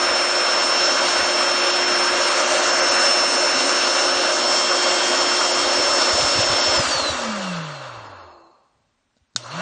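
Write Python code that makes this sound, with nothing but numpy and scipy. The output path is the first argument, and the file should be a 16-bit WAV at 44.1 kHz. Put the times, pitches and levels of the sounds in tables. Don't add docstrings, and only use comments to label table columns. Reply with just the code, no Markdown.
import sys
import numpy as np
from scipy import signal
from scipy.fft import rfft, irfft, next_fast_len
from scipy.io import wavfile
from scipy.ndimage import uniform_filter1d

SR = 44100
rng = np.random.default_rng(int(sys.argv[2]) if len(sys.argv) > 2 else 0)


def persist_wave(psi):
    counts = np.round(np.clip(psi, -1, 1) * 32767).astype(np.int16)
    wavfile.write(sys.argv[1], SR, np.atleast_2d(counts).T)


def magnitude_from_level(level_db):
    exponent = np.asarray(level_db, float) / 20
    return 10 ** exponent


N = 423801

# pitch_hz, density_db (per Hz)
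ROOM_COLOUR = [(24, -29.5), (40, -5.5), (87, -9), (177, -11), (273, -7), (327, -15.5), (1510, -16),
               (7830, -25), (9400, -24.5), (12200, -51), (20700, -120)]
ROOM_DB = -70.5

# start_s, pitch_hz, level_db
VALVE_SIGH = [
    (8.15, 379, -85),
    (8.22, 374, -56),
    (8.4, 338, -59),
    (8.5, 340, -59),
    (8.55, 344, -93),
]

# start_s, peak_db
SWITCH_CONTACTS = [(9.167, -55), (9.174, -57), (9.182, -59), (9.337, -56), (9.349, -53), (9.361, -24),
                   (9.3613, -3), (9.3629, -13), (9.3644, -19), (9.368, -28), (9.381, -34)]
# pitch_hz, level_db, t60_s
SWITCH_MODES = [(1500, -13, .035), (3700, -11, .02), (4100, -1, .004), (6500, -5, .003), (4700, -16, .022),
                (5450, -22, .045), (6380, -18, .03), (6870, -14, .012), (7850, -25, .02)]

OFF_S, ON_S = 6.757, 9.361
FULL_HZ = 357
DRAG_PER_S, FRICTION_HZ = 0.82, 29.15
RUN_UP_S, RUN_UP_POWER = .362, .82
STALL_HZ, STALL_SOFT_HZ = 68, 2.9

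# peak_s, peak_db, fall_s
OUTFLOW_GUSTS = [(.06, -62.5, 0.096), (1.2, -41.5, 0.043), (1.48, -56, 0.032), (2.88, -62, 0.12),
                 (3.18, -67, .04), (3.54, -52, 0.072), (4.15, -57, .06), (4.5, -66.5, 0.051),
                 (5.55, -54.5, 0.069), (5.66, -52, 0.034), (5.8, -53, .05), (5.93, -60, 0.036),
                 (6.14, -41.5, 0.027), (6.25, -41, 0.04), (6.385, -37.5, 0.032), (6.51, -37, 0.047),
                 (6.69, -36.5, 0.018), (6.8, -41.5, 0.061), (6.97, -45.5, 0.031), (7.12, -34, 0.029),
                 (7.3, -48, 0.033), (7.39, -43, 0.022), (7.56, -47, 0.055), (8.0, -58, 0.15),
                 (8.3, -74, 0.062), (8.47, -70.5, 0.038), (8.81, -63, 0.043), (9.2, -76.5, .1)]
BUFFET_DB, BUFFET_POWER, GUST_RISE_SHARE = -59.5, .8, .7
# start_s, peak_db, pitch_hz
SINGLE_PUFFS = [(6.13, -25, 80), (6.19, -30, 90.2), (6.221, -26, 140), (6.233, -23, 86.4),
                (6.352, -27, 110), (6.366, -30, 100), (6.387, -16.5, 104.7), (6.389, -23.5, 211),
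                (6.43, -30, 110), (6.497, -22, 121), (6.521, -25, 95), (6.67, -31, 88.6), (6.771, -24, 70),
                (6.791, -16, 125), (6.868, -30, 75), (6.799, -19, 240), (6.948, -27, 129.8),
                (6.961, -30, 87.4), (7.014, -35, 80), (7.093, -25, 100), (7.116, -29, 80),
                (9.166, -54, 230.5), (9.167, -50.5, 590), (1.2, -41, 80.6), (3.53, -49, 70),
                (5.655, -42, 70.6), (9.21, -52, 74.6), (9.354, -30, 190), (9.361, -40, 364)]

HUM_DB, INRUSH_DB, INRUSH_FALL_DB_PER_S = -67, -42, 98
# middle_s, half_length_s, level_db
FLOOR_CONTACT = (1.85, .16, -61)

# start_s, shaft_tone_db, ninth_order_db
SHAFT_TONES = [(0, -36, -39.5), (.6, -37.5, -38.5), (1.7, -31.5, -35.5), (2.6, -35, -37), (3.7, -35.5, -55),
               (4.6, -33.5, -33), (5.4, -32.5, -33.5), (6.3, -38.5, -41.5), (6.76, -37.5, -34)]
# start_s, blade_tone_hz, blade_tone_db
BLADE_TONE = [(0.0, 5348, -25), (0.88, 5355, -22), (0.98, 5357, -25), (2.08, 5352, -23), (2.16, 5351, -30),
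              (2.23, 5352, -24), (2.52, 5353, -35), (2.68, 5354, -26), (3.13, 5353, -19), (3.45, 5355, -25),
              (4.05, 5358, -24), (4.41, 5358, -28), (4.47, 5357, -22), (5.13, 5359, -28), (5.27, 5356, -24),
              (5.69, 5353, -27), (5.76, 5354, -23), (6.74, 5351, -23)]
# shaft_multiple (ratio), mains_offset_hz, level_db
MAGNETIC_ORDERS = [(2, 0, -38), (4, 0, -39.5), (4, 120, -45), (6, 0, -39), (7, -120, -49), (7, 0, -45.5),
                   (8, -120, -46), (8, 0, -42.5), (9, -120, -47), (10, 0, -48), (10, 120, -48),
                   (12, 0, -48.5)]
DRIVE_START_DB = -8
SHAKE_DB, SHAKE_POWER = -49.5, 1.7
# pitch_hz, width_hz, level_db
FLOORBOARDS = [(58.2, 30, -29), (84, 8.4, 7.5), (96.5, 10, 5.5), (112.4, 10, 5.5), (171.2, 66, 18.5),
               (219, 26, 11), (306.5, 61, -17)]
START_GRIP_DB = -4
# pitch_hz, level_db
OUTLET_PASS = [(1200, -120), (2300, -83), (2750, -33.5), (3050, -63), (3450, -58), (3650, -40),
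               (3800, -43.5), (3950, -25.5), (4250, -27), (4590, -22.5), (4830, -39), (5345, -16.5)]
# pitch_hz, half_width_hz, level_db
OUTLET_RESONANCES = [(4200, 300, -0.5), (5150, 165, -6)]
# shaft_multiple (ratio), resonance (index above), level_db
BLADE_OVERTONES = [(30, 0, 1), (36, 0, -14), (48, 0, -1), (55, 0, -5), (62, 0, 0), (69, 0, -7), (50, 1, 1),
                   (59, 1, 5), (66, 1, 3)]
# shaft_hz, level_db
COASTING_WHINE = [(35, -92), (50, -76), (70, -63), (95, -60), (130, -80)]
WHINE_START_DB = 8

# pitch_hz, width_hz, level_db
SLOW_AIR_RESONANCES = [(350, 220, -17), (585, 170, -6.5), (800, 200, -9), (1090, 340, -5), (2680, 140, -19),
                       (4250, 300, -17.5), (5070, 100, -28), (6600, 300, -31.5), (7400, 1400, -38)]
# shaft_hz, level_db
SLOW_AIR_LEVEL = [(28, -84), (46, -68.5), (62, -54), (85, -44), (115, -41.5), (165, -90.5)]

# start_s, level_db, leak_db (past the valve)
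NOZZLE_FLOW = [(0, -.5, 0.5), (.55, 0, 1), (1.1, 0.5, -0.5), (1.6, -0.5, 0.5), (2.1, 0, 1), (2.6, 1, 1),
               (2.95, 1, 2), (3.3, 0, 0), (3.7, 1, -1.5), (4.2, 0, -3.5), (4.6, 0.5, -2), (5.1, 1, -1.5),
               (5.6, 0, -1.5), (6.1, 1.5, -3.5), (6.5, 0.5, -3), (6.76, 1.5, -3)]
BAND_CENTRES_HZ = (500, 1200, 2200, 3900, 5700)
BAND_STEADY_DB = (-30, -25, -15, -37.5, -32.5)
BAND_FLOW_POWERS = (1.4, 0.92, 1.24, 1.46, 1.96)
BAND_LEAK_SHARES = (-0.13, 0.28, 0.71, -1.1, 0.28)
BRUSH_SCRAPE_DB = (-51, -49, -41, -55, -58)
# pitch_hz, density_db (per Hz)
AIR_SPECTRUM = [(59, -50.5), (100, -35), (187, -20.5), (357, -4), (416, -4.5), (609, -2), (764, -3.5),
                (1570, 3.5), (2390, -11), (4480, -8), (4930, -9.5), (5520, -6.5), (5840, -6.5), (8710, -14),
                (9400, -20.5), (12200, -56), (20700, -120)]
# pitch_hz, width_hz, level_db
HOUSING_RESONANCES = [(263.3, 77, 7.5), (410, 79, -6), (550, 69, 8), (616, 28, 7.5), (1653, 580, -5),
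                      (2302, 38, 7), (2741, 280, 9), (4640, 450, 3.5), (4820, 200, -10.5)]
GRIP_CHANGES_S, REGRIP_S = (2.35, 4.35), 0.14
# pitch_hz, width_hz, first_hold_db, second_hold_db, third_hold_db
HOLD_REFLECTIONS = [(1500, 260, 0, 1, -2), (1860, 120, -1.5, -1.5, -0.9), (2180, 130, -1, -3, -0.8),
                    (2450, 90, 2, -1, -3.5), (2750, 170, 0.3, -0.1, -3), (2950, 100, -1, 0.5, -5),
                    (3335, 150, 0, -2.5, -1), (3680, 100, -1, -4, -0.5), (3870, 140, 1.2, -0.5, -5.5),
                    (4800, 220, -2, -2, 4), (6250, 500, -4, -0.1, -1.2), (6970, 170, -1, 0.6, 3.5),
                    (7770, 740, -6.5, -4, 1.1), (8170, 270, -4.5, -1.5, -7), (8730, 510, 2.5, 2.5, 0.5)]

# pitch_hz, depth_db
MASKING_DEPTH = [(100, 26), (1500, 17), (1900, 10.5), (4500, 8.5), (4900, 3), (5300, 8), (5900, 7.5),
                 (6900, 7), (7300, 1.5), (8700, 2), (9050, -.5), (9400, -12)]


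def rms_one(x):
    return x / np.sqrt(np.mean(x ** 2) + 1e-20)


def in_time(rows):
    s, *columns = np.transpose(rows)
    return [np.interp(np.arange(N) / SR, s, c) for c in columns]


def at_hz(points, hz):
    pitch_hz, level_db = np.transpose(points)
    return np.interp(np.log(hz), np.log(pitch_hz), level_db)


def resonance(hz, top_hz, width_hz):
    return 1 / (1 + (2 * (hz - top_hz) / width_hz) ** 2)


def drift(rate):
    r = np.exp(-80 * np.pi * rate / SR)
    slow = signal.lfilter([1], [1, -2 * r, r * r], rng.standard_normal(N // 40 + 2002))[2000:]
    return np.interp(np.arange(N) / 40, np.arange(len(slow)), rms_one(slow))


def ring(clicks, hz, t60):
    r, w = magnitude_from_level(-60 / (t60 * SR)), 2 * np.pi * hz / SR
    return signal.lfilter([0, np.sin(w)], [1, -2 * r * np.cos(w), r * r], clicks + 1e-18)


def tone(turns, level_db):
    return np.sqrt(2) * magnitude_from_level(level_db) * np.sin(2 * np.pi * (turns + rng.random()))


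def band_pass(x, low_hz, high_hz):
    return signal.sosfilt(signal.butter(2, [low_hz, high_hz], "band", fs=SR, output="sos"), x)


def coloured(level_db):
    size = next_fast_len(N)
    hz = np.maximum(np.fft.rfftfreq(size, 1 / SR), 1)
    return rfft(rng.standard_normal(size)) * magnitude_from_level(level_db(hz)), hz


def room_floor():
    spectrum, _ = coloured(lambda hz: at_hz(ROOM_COLOUR, hz))
    return magnitude_from_level(ROOM_DB) * rms_one(irfft(spectrum)[:N])


def valve():
    hz, level_db = in_time(VALVE_SIGH)
    return tone(np.cumsum(hz + 6 * drift(3.6)) / SR, level_db + 0.92 * drift(15))


def switch():
    start_s, peak_db = np.transpose(SWITCH_CONTACTS)
    at = np.round(start_s * SR).astype(int)
    out = np.zeros(N)
    for k, (hz, level_db, t60) in enumerate(SWITCH_MODES):
        strikes = np.zeros(N)
        strikes[at] = magnitude_from_level(peak_db + level_db + rng.normal(0, 1, len(at)))
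        out += (-1) ** k * ring(strikes, hz, t60)
    clicks = np.zeros(N)
    clicks[at] = magnitude_from_level(peak_db)
    crack = magnitude_from_level(-13) * signal.lfilter([1], [1, -magnitude_from_level(-60 / (.022 * SR))], clicks + 1e-18)
    tail = magnitude_from_level(-32.0) * signal.lfilter([1], [1, -magnitude_from_level(-60 / (.25 * SR))], clicks + 1e-18)
    return out + band_pass((crack + tail) * rng.standard_normal(N), 2600, 7500)


def shaft():
    t = np.arange(N) / SR
    powered_hz = in_time(BLADE_TONE)[0] / 15.0
    coasting = (powered_hz + FRICTION_HZ) * np.exp(-DRAG_PER_S * np.maximum(t - OFF_S, 0)) - FRICTION_HZ
    starting = FULL_HZ * (1 - np.exp(-(np.maximum(t - ON_S, 0) / RUN_UP_S) ** RUN_UP_POWER))
    return np.maximum(np.maximum(coasting, starting), 1)


def flow_db(shaft_hz):
    above = STALL_SOFT_HZ * np.logaddexp(0, (shaft_hz - STALL_HZ) / STALL_SOFT_HZ)
    return 20 * np.log10(above / (FULL_HZ - STALL_HZ))


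def gusts(shaft_hz):
    t = np.arange(0, N, 64) / SR
    swell = np.zeros(len(t))
    for peak_s, peak_db, fall_s in OUTFLOW_GUSTS:
        time_constant = fall_s * np.where(t < peak_s, GUST_RISE_SHARE, 1)
        swell += magnitude_from_level(peak_db) * np.exp(-np.abs(t - peak_s) / time_constant)
    steady = magnitude_from_level(BUFFET_DB + BUFFET_POWER * flow_db(shaft_hz))
    return steady + np.interp(np.arange(N) / SR, t, swell)


def buffeting(shaft_hz, lumpy_db, low_hz, high_hz):
    rumble = band_pass(rng.standard_normal(N), low_hz, high_hz)
    out = gusts(shaft_hz) * rms_one(rumble * magnitude_from_level(lumpy_db * drift(24)))
    for s, peak_db, hz in SINGLE_PUFFS:
        cycles = np.arange(round(4 * SR / hz)) * hz / SR
        at = round(s * SR)
        swing = cycles * np.exp(-1.6 * cycles) * np.sin(2 * np.pi * cycles)
        out[at:at + len(cycles)] += magnitude_from_level(peak_db + 8) * swing
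    return out


def hum_db(t):
    middle, half, contact_db = FLOOR_CONTACT
    running = magnitude_from_level(HUM_DB) + magnitude_from_level(contact_db) * np.exp(-((t - middle) / half) ** 2 / 2)
    surge = magnitude_from_level(np.maximum(INRUSH_DB - INRUSH_FALL_DB_PER_S * (t - ON_S), HUM_DB + 16.0))
    return 20 * np.log10(running * (t < OFF_S) + surge * np.clip((t - ON_S) * 100, 0, 1) + 1e-6)


def overtones(shaft_hz, turns, whine_db):
    seconds = np.arange(N) / SR
    whine_db = np.maximum(whine_db, np.where(seconds < ON_S, at_hz(COASTING_WHINE, shaft_hz), -200))
    surge_db = WHINE_START_DB * (seconds > ON_S)
    out = 0
    for multiple, which, level_db in BLADE_OVERTONES:
        top, half, db = OUTLET_RESONANCES[which]
        near = magnitude_from_level(db + level_db) * resonance(multiple * shaft_hz, top, 2 * half) ** 2
        blurred = multiple * turns + np.cumsum(12 * drift(40)) / SR
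        gain_db = surge_db * (1 + (multiple == 36)) * (multiple < 50)
        out = out + tone(blurred, whine_db + gain_db + 3 * drift(40)) * near
    return out


def motor(shaft_hz, middle_db, wobble_hz, waver_db, overtone_db):
    seconds = np.arange(N) / SR
    powered = np.clip((OFF_S - seconds) * 25 + 1, 0, 1)
    grip_db = START_GRIP_DB * (seconds > ON_S)
    speed_db = 20 * np.log10(shaft_hz / FULL_HZ)
    turns = np.cumsum(shaft_hz + wobble_hz * drift(14)) / SR

    boards_db = sum(db * resonance(shaft_hz, top, width) for top, width, db in FLOORBOARDS)
    shake_db = SHAKE_DB + SHAKE_POWER * (speed_db + 8.0) + boards_db
    shaft_db, ninth_db = in_time(SHAFT_TONES)
    unbalance_db = powered * shaft_db + (1 - powered) * shake_db
    out = tone(turns, unbalance_db + grip_db + waver_db * drift(23))
    out += tone(9 * turns, ninth_db + 14 * speed_db - 12 * (1 - powered) + .8 * drift(6))

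    blade_db = powered * in_time(BLADE_TONE)[1] + (1 - powered) * at_hz(OUTLET_PASS, 15 * shaft_hz)
    out += tone(15 * turns, blade_db + 2 * grip_db + waver_db * drift(12))

    drive_db = 2 * speed_db + np.where(seconds > ON_S, DRIVE_START_DB, 40 * (powered - 1))
    for multiple, mains_hz, level_db in MAGNETIC_ORDERS:
        out += tone(multiple * turns + mains_hz * seconds, level_db + drive_db + 1.2 * waver_db * drift(2.6))
    out += overtones(shaft_hz, turns, middle_db + overtone_db)
    return out + tone(120 * seconds, hum_db(seconds))


def last_air(shaft_hz):
    spectrum, hz = coloured(np.zeros_like)
    shape = sum(magnitude_from_level(db) * resonance(hz, top, width) for top, width, db in SLOW_AIR_RESONANCES)
    before_restart = np.arange(N) < ON_S * SR
    return before_restart * magnitude_from_level(at_hz(SLOW_AIR_LEVEL, shaft_hz)) * rms_one(irfft(spectrum * shape)[:N])


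def air_levels(shaft_hz):
    grip_db, leak_db = in_time(NOZZLE_FLOW)
    flow = flow_db(shaft_hz)
    started = np.arange(N) > ON_S * SR
    levels = []
    for steady_db, share, power, brush_db in zip(BAND_STEADY_DB, BAND_LEAK_SHARES, BAND_FLOW_POWERS, BRUSH_SCRAPE_DB):
        air_db = steady_db + grip_db + share * leak_db + power * flow
        levels.append(np.maximum(air_db, np.where(started, brush_db, -200)))
    return levels


def housing_db(hz):
    return at_hz(AIR_SPECTRUM, hz) + sum(db * resonance(hz, top, width) for top, width, db in HOUSING_RESONANCES)


def air(levels, patchy_db, trim_db):
    spectrum, hz = coloured(housing_db)
    steady = [np.mean(level[:6 * SR]) for level in levels]
    scale = 1 / np.std(irfft(spectrum * (hz > 800) * (hz < 1900))[:N])
    out, together = 0, drift(8.7)
    for centre in 90 * 2 ** np.arange(0, 7.1, .75):
        band = np.cos(np.pi * np.clip(np.log2(hz / centre) / 1.5, -.5, .5)) ** 2
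        place = np.interp(np.log(centre), np.log(BAND_CENTRES_HZ), range(5))
        change_db = 0
        for k in range(5):
            change_db = change_db + max(1 - abs(place - k), 0) * (levels[k] - steady[k])
        flutter_db = patchy_db * (0.081 * together + drift(11))
        out = out + magnitude_from_level(change_db + flutter_db) * irfft(spectrum * band)[:N]
    return scale * magnitude_from_level(steady[1] + trim_db) * out


def past_hand(x):
    size = next_fast_len(N)
    spectrum, hz = rfft(x, size), np.fft.rfftfreq(size, 1 / SR)
    second, third = (np.clip((np.arange(N) / SR - s) / REGRIP_S + .5, 0, 1) for s in GRIP_CHANGES_S)
    out = 0
    for hold, share in enumerate((1 - second, second - third, third)):
        colour_db = sum(db[hold] * resonance(hz, top, width) for top, width, *db in HOLD_REFLECTIONS)
        out = out + share * irfft(spectrum * magnitude_from_level(colour_db), size)[:N]
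    return out


def scene():
    shaft_hz = shaft()
    levels = air_levels(shaft_hz)
    mono = room_floor() + valve() + switch()
    mono += buffeting(shaft_hz, lumpy_db=5.0, low_hz=43.5, high_hz=126)
    mono += motor(shaft_hz, levels[3], wobble_hz=.12, waver_db=.8, overtone_db=5)
    mono += last_air(shaft_hz) + past_hand(air(levels, patchy_db=1.2, trim_db=0.81))
    return np.array([mono, mono])


def drop_masked_bands(x, spread_db, reach_db, jitter_db, size=1024, width=8, count=56, offset=84):
    n, k = np.arange(2 * size), np.arange(width * count)
    window = signal.windows.kaiser_bessel_derived(2 * size, 4 * np.pi)
    lead = 2 * size - offset
    basis = np.sqrt(2 / size) * window[:, None] * np.cos(np.pi / size * (n[:, None] + .5 + size / 2) * (k + .5))
    blocks = np.pad(x, (lead, 2 * size - (len(x) + lead) % size)).reshape(-1, size)
    lines = (np.hstack([blocks[:-1], blocks[1:]]) @ basis).reshape(-1, count, width)
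    level_db = 10 * np.log10(np.mean(lines ** 2, axis=2) + 1e-20)
    centres_hz = (np.arange(count) + .5) * width * SR / 2 / size

    tonal = level_db > uniform_filter1d(level_db, 3, axis=1) + 5
    masker_db = level_db - 10 * tonal
    apart = np.abs(np.subtract.outer(np.arange(count), np.arange(count)))
    masking_db = np.max(masker_db[:, :, None] - np.minimum(spread_db * apart, reach_db), axis=1)

    lingering = signal.lfilter([.7], [1, -.72], rng.standard_normal((len(lines), count)), axis=0)
    luck = lingering + .4 * rng.standard_normal((len(lines), 1))
    jitter = jitter_db * luck * np.clip(centres_hz / 5500, .5, 1)
    needed_db = masking_db - at_hz(MASKING_DEPTH, centres_hz) + jitter

    step = magnitude_from_level(np.where(tonal, level_db - 12, needed_db + 9))[:, :, None]
    kept = step * np.trunc(lines / step + .4 * np.sign(lines))
    kept = kept + magnitude_from_level(-50) * lines * (centres_hz < 8900)[:, None]
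    halves = (kept.reshape(len(lines), -1) @ basis.T).reshape(-1, 2, size)
    thinned = (halves[1:, 0] + halves[:-1, 1]).ravel()[lead - size:][:len(x)]

    power = uniform_filter1d(np.gradient(x) ** 2, size // 8) + 1e-12
    attack = power[size // 4:] / power[:-size // 4] > 200
    near = uniform_filter1d(np.pad(attack * 1., (size // 4, 0)), 2 * size) * size
    return thinned + (x - thinned) * np.clip(near, 0, 1)


def top_cut(x):
    return signal.sosfilt(signal.butter(12, 9660, fs=SR, output="sos"), x)


def record(dry):
    x = signal.sosfilt(signal.butter(2, 45, "high", fs=SR, output="sos"), dry[0])
    x = signal.sosfilt(signal.cheby2(8, 60, 11645, fs=SR, output="sos"), x)
    x = drop_masked_bands(x, spread_db=4.2, reach_db=28, jitter_db=4.6)
    return top_cut(np.array([x, x]))


dry = scene()
out = record(dry)
persist_wave(out)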